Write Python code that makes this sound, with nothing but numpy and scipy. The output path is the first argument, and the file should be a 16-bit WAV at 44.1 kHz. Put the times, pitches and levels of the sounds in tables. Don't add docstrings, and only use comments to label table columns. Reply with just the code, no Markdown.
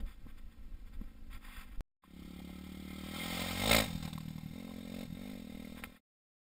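import sys
import numpy as np
from scipy import signal
from scipy.fft import rfft, irfft, next_fast_len
from scipy.io import wavfile
from scipy.ndimage import uniform_filter1d, map_coordinates

SR = 44100
rng = np.random.default_rng(int(sys.argv[2]) if len(sys.argv) > 2 else 0)


def store_pcm(level_fs):
    pcm = np.round(np.clip(level_fs, -1, 1) * 32767).astype(np.int16)
    wavfile.write(sys.argv[1], SR, np.atleast_2d(pcm).T)


def ratio(d):
    e = np.asarray(d, float) / 20
    return 10 ** e


N = 288298
T = np.arange(N) / SR
CUT_S, FADE_IN_S, FADE_OUT_S = 1.8078, (2.022, 2.22), (5.674, 6.005)

# start_s, distance_m, load_0_to_1
RIDE_PATH = [(2.2, 18.4, 0), (2.78, 17, 0.17), (3.1, 9.7, 0.19), (3.16, 5.73, 0.15), (3.4, 3.38, 0.07),
             (3.55, 3.74, 0), (3.63, 4.3, 0.41), (3.73, 3.58, 1), (3.79, 3.7, 0.76), (3.87, 4.97, 0.15),
             (4.2, 15.3, 0.22), (4.6, 16.4, 0.15), (4.85, 15, 0.12), (5.01, 13.5, 0.44), (5.08, 15, 0),
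             (5.3, 14, 0.15), (5.45, 19, 0.14), (6.0, 9.9, 0.03)]
# pitch_hz, width_hz, level_db
PIPE_RASP = [(770, 540, -2), (1390, 470, -18.5), (3618, 120, 3), (5000, 1200, -18.5), (2600, 2100, -6.5)]


def curves(table):
    s, *columns = np.transpose(table)
    return [np.interp(T, s, c) for c in columns]


def unit(x):
    return x / np.sqrt(np.mean(x ** 2))


def smooth_twice(x, size):
    return uniform_filter1d(uniform_filter1d(x, size), size)


def walk(rate_hz):
    hold = int(SR / rate_hz)
    levels = np.repeat(rng.standard_normal(N // hold + 1), hold)
    return 1.24 * smooth_twice(levels, hold)[:N]


def held(start, end, edge):
    return np.clip(np.minimum(T - start, end - T) / max(edge, 1e-3) + .5, 0, 1)


def ring(x, modes):
    return sum(ratio(db) * signal.lfilter(*signal.iirpeak(hz, hz / width, SR), x) for hz, width, db in modes)


def steep(x, modes):
    total = 0
    for k, (hz, width, db) in enumerate(modes):
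        once = ring(x, [(hz, width, db)])
        total = total + (-1) ** k * ring(once, [(hz, 2 * width, 0)])
    return unit(total)


def colour(x, points):
    hz, db = np.transpose(points)
    size = 16384
    log_hz = np.log(np.fft.rfftfreq(size, 1 / SR) + 1)
    log_gain = np.interp(log_hz, np.log(hz), db) * np.log(10) / 20
    fold = np.r_[1, 2 * np.ones(size // 2 - 1), np.zeros(size // 2)]
    response = irfft(np.exp(rfft(irfft(log_gain) * fold)))[:size // 4]
    return unit(signal.fftconvolve(x, response)[:N])


def firings(cycles):
    index = cycles.astype(int)
    clicks = np.diff(index, prepend=index[0]) * 1.
    return cycles % 1, clicks, rng.standard_normal(N // 100)[index]


def rings(table):
    out = np.zeros(N)
    for s, db, hz, t60 in table:
        t = np.maximum(T - s, 0)
        out += ratio(db - 60 * t / t60) * np.sin(2 * np.pi * hz * t)
    return out


def hiss():
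    return ratio(-77) * unit(ring(rng.standard_normal(N), [(230, 200, 4), (1503, 3500, -8.5)]))


def buffets(db, modes):
    eddies = sum(ratio(m[2]) * steep(rng.standard_normal(N), [m]) for m in modes)
    return ratio(db + 2.0 * walk(2.9)) * unit(eddies)


def wind(first, fade):
    # peak_s, level_db, half_length_s
    gusts = [(0.0, -35.5, 0.067), (0.254, -49.5, 0.054), (0.47, -56, 0.046), (0.62, -64, 0.05),
             (0.74, -58, 0.078), (0.99, -48, 0.092), (1.25, -53.5, 0.078), (1.355, -49.5, 0.028),
             (1.584, -45.5, 0.01), (1.71, -58, 0.046), (2.26, -71, 0.067), (3.9, -62.5, 0.44),
             (4.85, -66, 0.45), (5.54, -67, 0.13), (5.87, -55.5, 0.13)]
    # pitch_hz, width_hz, level_db
    buffet_modes = [(22.2, 18.5, 3), (51.4, 60, -4), (101, 37, -16), (219, 200, -36)]
    calm_db = np.where(first, -55.5, -65.5)
    swells = sum(ratio(db) * np.exp(-((T - s) / half) ** 2) for s, db, half in gusts)
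    wind_db = 20 * np.log10(ratio(calm_db) + swells)
    exposed = buffets(wind_db - 4, buffet_modes)
    sheltered = buffets(wind_db, [(10, 100, 1), (45, 40, -22)])
    return np.where(first, exposed, fade * sheltered)


def drone():
    # start_s, strong_weak_pair_rate_hz (two firings a pair), level_db
    far_engine = [
        (0, 27.5, -76),
        (.4, 28.1, -72),
        (.75, 28, -72),
        (1.1, 27.2, -69),
        (1.42, 26.8, -68),
        (1.5, 24.4, -68),
        (1.8, 24.4, -68),
    ]
    hz, db = curves(far_engine)
    _, clicks, chance = firings(np.cumsum(2 * hz * (1 + 0.0031 * walk(22.3))) / SR)
    weak = 1 - 0.47 * (np.cumsum(clicks) % 2)
    return ratio(db) * steep(clicks * weak * ratio(1.0 * chance), [(196, 140, 0.98), (268, 78, -7.0)])


def rustle(first):
    # start_s, length_s, level_db
    rubs = [(0.0, 0.0036, -49), (0.06, 0.078, -63.5), (0.276, 0.033, -64.5), (0.375, 0.018, -62.5),
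            (0.516, 0.013, -67.5), (0.87, 0.0098, -62.5), (0.932, 0.02, -59.5), (1.02, 0.099, -76),
            (1.31, 0.063, -55.5), (1.415, 0.045, -63), (1.449, 0.092, -55), (1.543, 0.1, -53),
            (1.65, 0.11, -68), (2.028, 0.09, -71.5), (4.048, 0.023, -51.5), (5.76, 0.044, -54.5),
            (5.835, 0.019, -46.5), (5.88, 0.097, -64.5)]
    # pitch_hz, width_hz, level_db
    cloth_modes = [(780, 470, -9.5), (1290, 630, 4.5), (1640, 370, 3.5), (1920, 400, 5.5), (2590, 600, -2),
                   (3450, 410, 2.5), (4860, 570, -5.5)]
    strokes = sum(ratio(db) * held(s, s + length, 0.026) for s, length, db in rubs)
    rub_db = 20 * np.log10(first * ratio(-73.5) + 1e-9 + strokes)
    grains = rng.standard_normal(N) * ratio(2.3 * walk(300) + 0.5 * walk(45.0))
    return ratio(rub_db - 7) * steep(grains, cloth_modes)


def knocks():
    # start_s, level_db, pitch_hz, t60_s
    low_thumps = [
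        (.264, -44, 216, 0.029),
        (1.013, -37.5, 200, 0.037),
        (1.776, -37, 24.8, 0.9),
    ]
    return rings(low_thumps)


def ticks():
    # start_s, peak_db, pitch_hz, t60_s
    short_ticks = [(0.267, -58.5, 1060, 0.011), (1.013, -52, 1030, 0.0052), (2.038, -54.5, 1060, 0.013),
                   (2.402, -47.5, 746, 0.0071), (2.494, -48, 704, 0.0089), (4.078, -43.5, 860, 0.012),
                   (4.179, -41.5, 1100, 0.01), (4.382, -47.5, 870, 0.01), (4.679, -42, 810, 0.0031),
                   (4.708, -51, 1040, 0.012), (5.647, -56, 2150, 0.036), (5.779, -45, 1440, 0.0034),
                   (5.838, -27.5, 2200, 0.0031)]
    return ratio(2) * rings(short_ticks)


def pops():
    # start_s, peak_db, t60_s
    late_burns = [(4.026, -38, 0.12), (4.051, -35.5, 0.029), (4.0757, -41.5, 0.1), (4.13, -35, 0.04),
                  (4.157, -64.5, 0.04), (4.1783, -35, 0.015), (4.2048, -42.5, 0.062),
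                  (4.2817, -43.5, 0.044), (4.3039, -43.5, 0.04), (4.38, -41.5, 0.033), (4.435, -59, 0.026),
                  (4.5977, -45, 0.04), (5.008, -49.5, 0.072)]
    size = sum((T >= s) * ratio(db - 60 * np.maximum(T - s, 0) / t60) for s, db, t60 in late_burns)
    return ratio(-12.5) * size * unit(ring(rng.standard_normal(N), PIPE_RASP))


def heard_behind():
    return held(3.473, 99, 0.65)


def throttle_shut():
    # from_s, to_s, snap_s
    coasts = [
        (3.861, 4.538, 0.06),
        (5.056, 5.157, 0.046),
    ]
    return sum(held(*row) for row in coasts)


def layer_db(at_1m_db, loss_share, load_db, behind_db, shut_db):
    metres, load = curves(RIDE_PATH)
    loss_db = loss_share * 20 * np.log10(np.maximum(metres, 1))
    return at_1m_db - loss_db + load_db * load + behind_db * heard_behind() + shut_db * throttle_shut()


def puff_share():
    metres, load = curves(RIDE_PATH)
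    far = (1 - heard_behind()) * (metres - metres.min())
    return np.clip(0.24 + 0.62 * load + 0.014 * far, 0, .92)


def engine_cycle():
    # start_s, firing_rate_hz
    revs = [(2.0, 31.53), (2.052, 34.51), (3.045, 38.59), (3.31, 43.87), (3.571, 44.64), (3.71, 57.86),
            (3.864, 50.35), (3.875, 41.85), (4.072, 39.33), (4.504, 39.27), (4.597, 46.13), (4.721, 43.09),
            (5.043, 46.02), (5.055, 38.6), (5.316, 53.26), (5.418, 39.56), (6.0, 40.66)]
    inertia = SR // 25
    turns = np.cumsum(curves(revs)[0] * (T >= 2)) / SR
    return firings(smooth_twice(turns, inertia) + .42 + .012 * walk(30))


def ground(x):
    detour_m = 1.17 / np.maximum(curves(RIDE_PATH)[0], 1)
    late = detour_m / 343 * SR
    return x + ratio(-9.5) * map_coordinates(x, [np.arange(N) - late], order=1)


def exhaust(clicks, chance):
    ahead_colour = [(20, -28.5), (37, -23.5), (75, -4), (110, -22.5), (150, -5), (183, 2), (225, -9.5),
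                    (280, -12.5), (400, -13), (450, -36), (600, -35), (900, -52.5), (3000, -82)]
    behind_colour = [(20, -27.5), (42, -18), (86, -3.5), (125, -9.5), (170, 2), (215, 3), (260, -1),
                     (305, -13.5), (345, -18.5), (400, -7.5), (480, -19.5), (800, -37), (3000, -79.5)]
    coast_colour = [(20, -35), (39, -29.5), (78, -13.5), (118, -4.5), (155, 2), (196, -8), (240, -15.5),
                    (314, -26), (390, -49), (600, -55), (3000, -86)]
    thump_colour = [(20, -34), (55, 0), (80, 7), (115, 11), (160, -10.5), (400, -56.5), (3000, -86)]
    bark_colour = [(20, -70.5), (300, -32), (420, -7), (520, -3.5), (660, 2), (800, -18), (1100, -24.5),
                   (3000, -47)]
    # middle_s, level_change_db
    misfires = [
        (4.0, -4),
        (4.103, -6),
        (4.24, -3),
        (4.33, -4),
        (4.408, -6),
        (4.485, -7),
        (4.512, -5),
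        (5.08, -4),
    ]
    behind = heard_behind()
    throttle = np.clip(1 - throttle_shut(), 0, 1)
    boom_db = layer_db(-36, 0.503, 8, -1, 3)
    boom_db = boom_db + sum(db * held(s - 0.012, s + 0.012, 0.0026) for s, db in misfires)
    bark_db = layer_db(3, 0.99, 7.5, 7, -14.5)
    pulses = -clicks * ratio((.8 + .8 * (1 - throttle)) * chance)
    open_pipe = (1 - behind) * colour(pulses, ahead_colour) + behind * colour(pulses, behind_colour)
    pipe = throttle * open_pipe + (1 - throttle) * ratio(4.5) * colour(pulses, coast_colour)
    close = ratio(-1.0) * np.exp(-((T - 3.7) / 0.29) ** 2)
    pipe += close * colour(pulses, thump_colour)
    pipe += ratio(bark_db) * colour(pulses, bark_colour)
    return ratio(boom_db - 8) * ground(pipe)


def gas_rasp(puff):
    # pitch_hz, width_hz, level_db
    intake_modes = [(790, 420, -1.5), (1233, 220, -1), (3220, 540, 0.5), (4460, 500, -12.5),
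                    (2650, 1500, -15)]
    behind, puffed = heard_behind(), puff_share()
    gas = rng.standard_normal(N)
    air = (1 - behind) * unit(ring(gas, intake_modes)) + behind * unit(ring(gas, PIPE_RASP))
    rasp_db = layer_db(-30, 1.5, 14.5, 0, -2.4)
    return ratio(rasp_db - 0.5) * ((1 - puffed) + puffed * puff) * air


def chain_clatter(puff):
    # pitch_hz, width_hz, level_db
    metal_modes = [(740, 330, -16), (1310, 67, -6), (2152, 330, 3), (2470, 63, -12), (3200, 430, -10.5),
                   (3685, 270, -3)]
    pulsing = puff_share() * heard_behind()
    wobble = ratio(1.3 * walk(45)) * (1 - 2.04 * pulsing + 1.24 * pulsing * puff)
    clatter_db = layer_db(-32.5, 1.35, 19.5, 1, -5.7)
    return ratio(clatter_db - 5) * wobble * steep(rng.standard_normal(N), metal_modes)


def bike():
    phase, clicks, chance = engine_cycle()
    puff = unit(phase / .06 * np.exp(-phase / 0.17)) * ratio(0.7 * chance)
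    return exhaust(clicks, chance) + gas_rasp(puff) + chain_clatter(puff)


def scene():
    first = T < CUT_S + .05
    fade = np.interp(T, [*FADE_IN_S, *FADE_OUT_S], [0, 1, 1, 0])
    air = wind(first, fade) + (first + fade) * hiss()
    handling = rustle(first) + first * knocks() + ticks()
    ride = fade * (bike() + pops())
    return (air + first * drone() + handling + ride)[None]


def coarse_sampling(dry):
    hold_hz, lag_s = 12000, 166.3 / 44100
    band = signal.sosfilt(signal.ellip(6, .5, 45, 5500, fs=SR, output="sos"), dry)
    mirrored = band * (1 + 2 * np.cos(2 * np.pi * hold_hz * T))
    size = next_fast_len(N + 4096)
    f = np.fft.rfftfreq(size, 1 / SR)
    early = ratio(3.5) / (1 + 1.2j * f / 8500 - (f / 8500) ** 2) ** 2
    late = np.exp(-2j * np.pi * f * (lag_s + .00005)) * (1 + 1.77 * (f / 12500) ** 4)
    top = 1 / (1 + (f / 15350) ** 90)
    steps = np.sinc(f / hold_hz)
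    return irfft(rfft(mirrored, size) * steps * (early + late) * top, size)[:, :N]


def top_cut(x):
    return signal.sosfilt(signal.butter(12, 16340, fs=SR, output="sos"), x)


def record(dry):
    shots = (T < CUT_S) | ((T > FADE_IN_S[0]) & (T < FADE_OUT_S[1]))
    settling = -ratio(-73.0) * (T >= CUT_S) * np.exp(-np.abs(T - CUT_S) / .1)
    return top_cut(coarse_sampling(dry) * shots + settling)


dry = scene()
out = record(dry)
store_pcm(out)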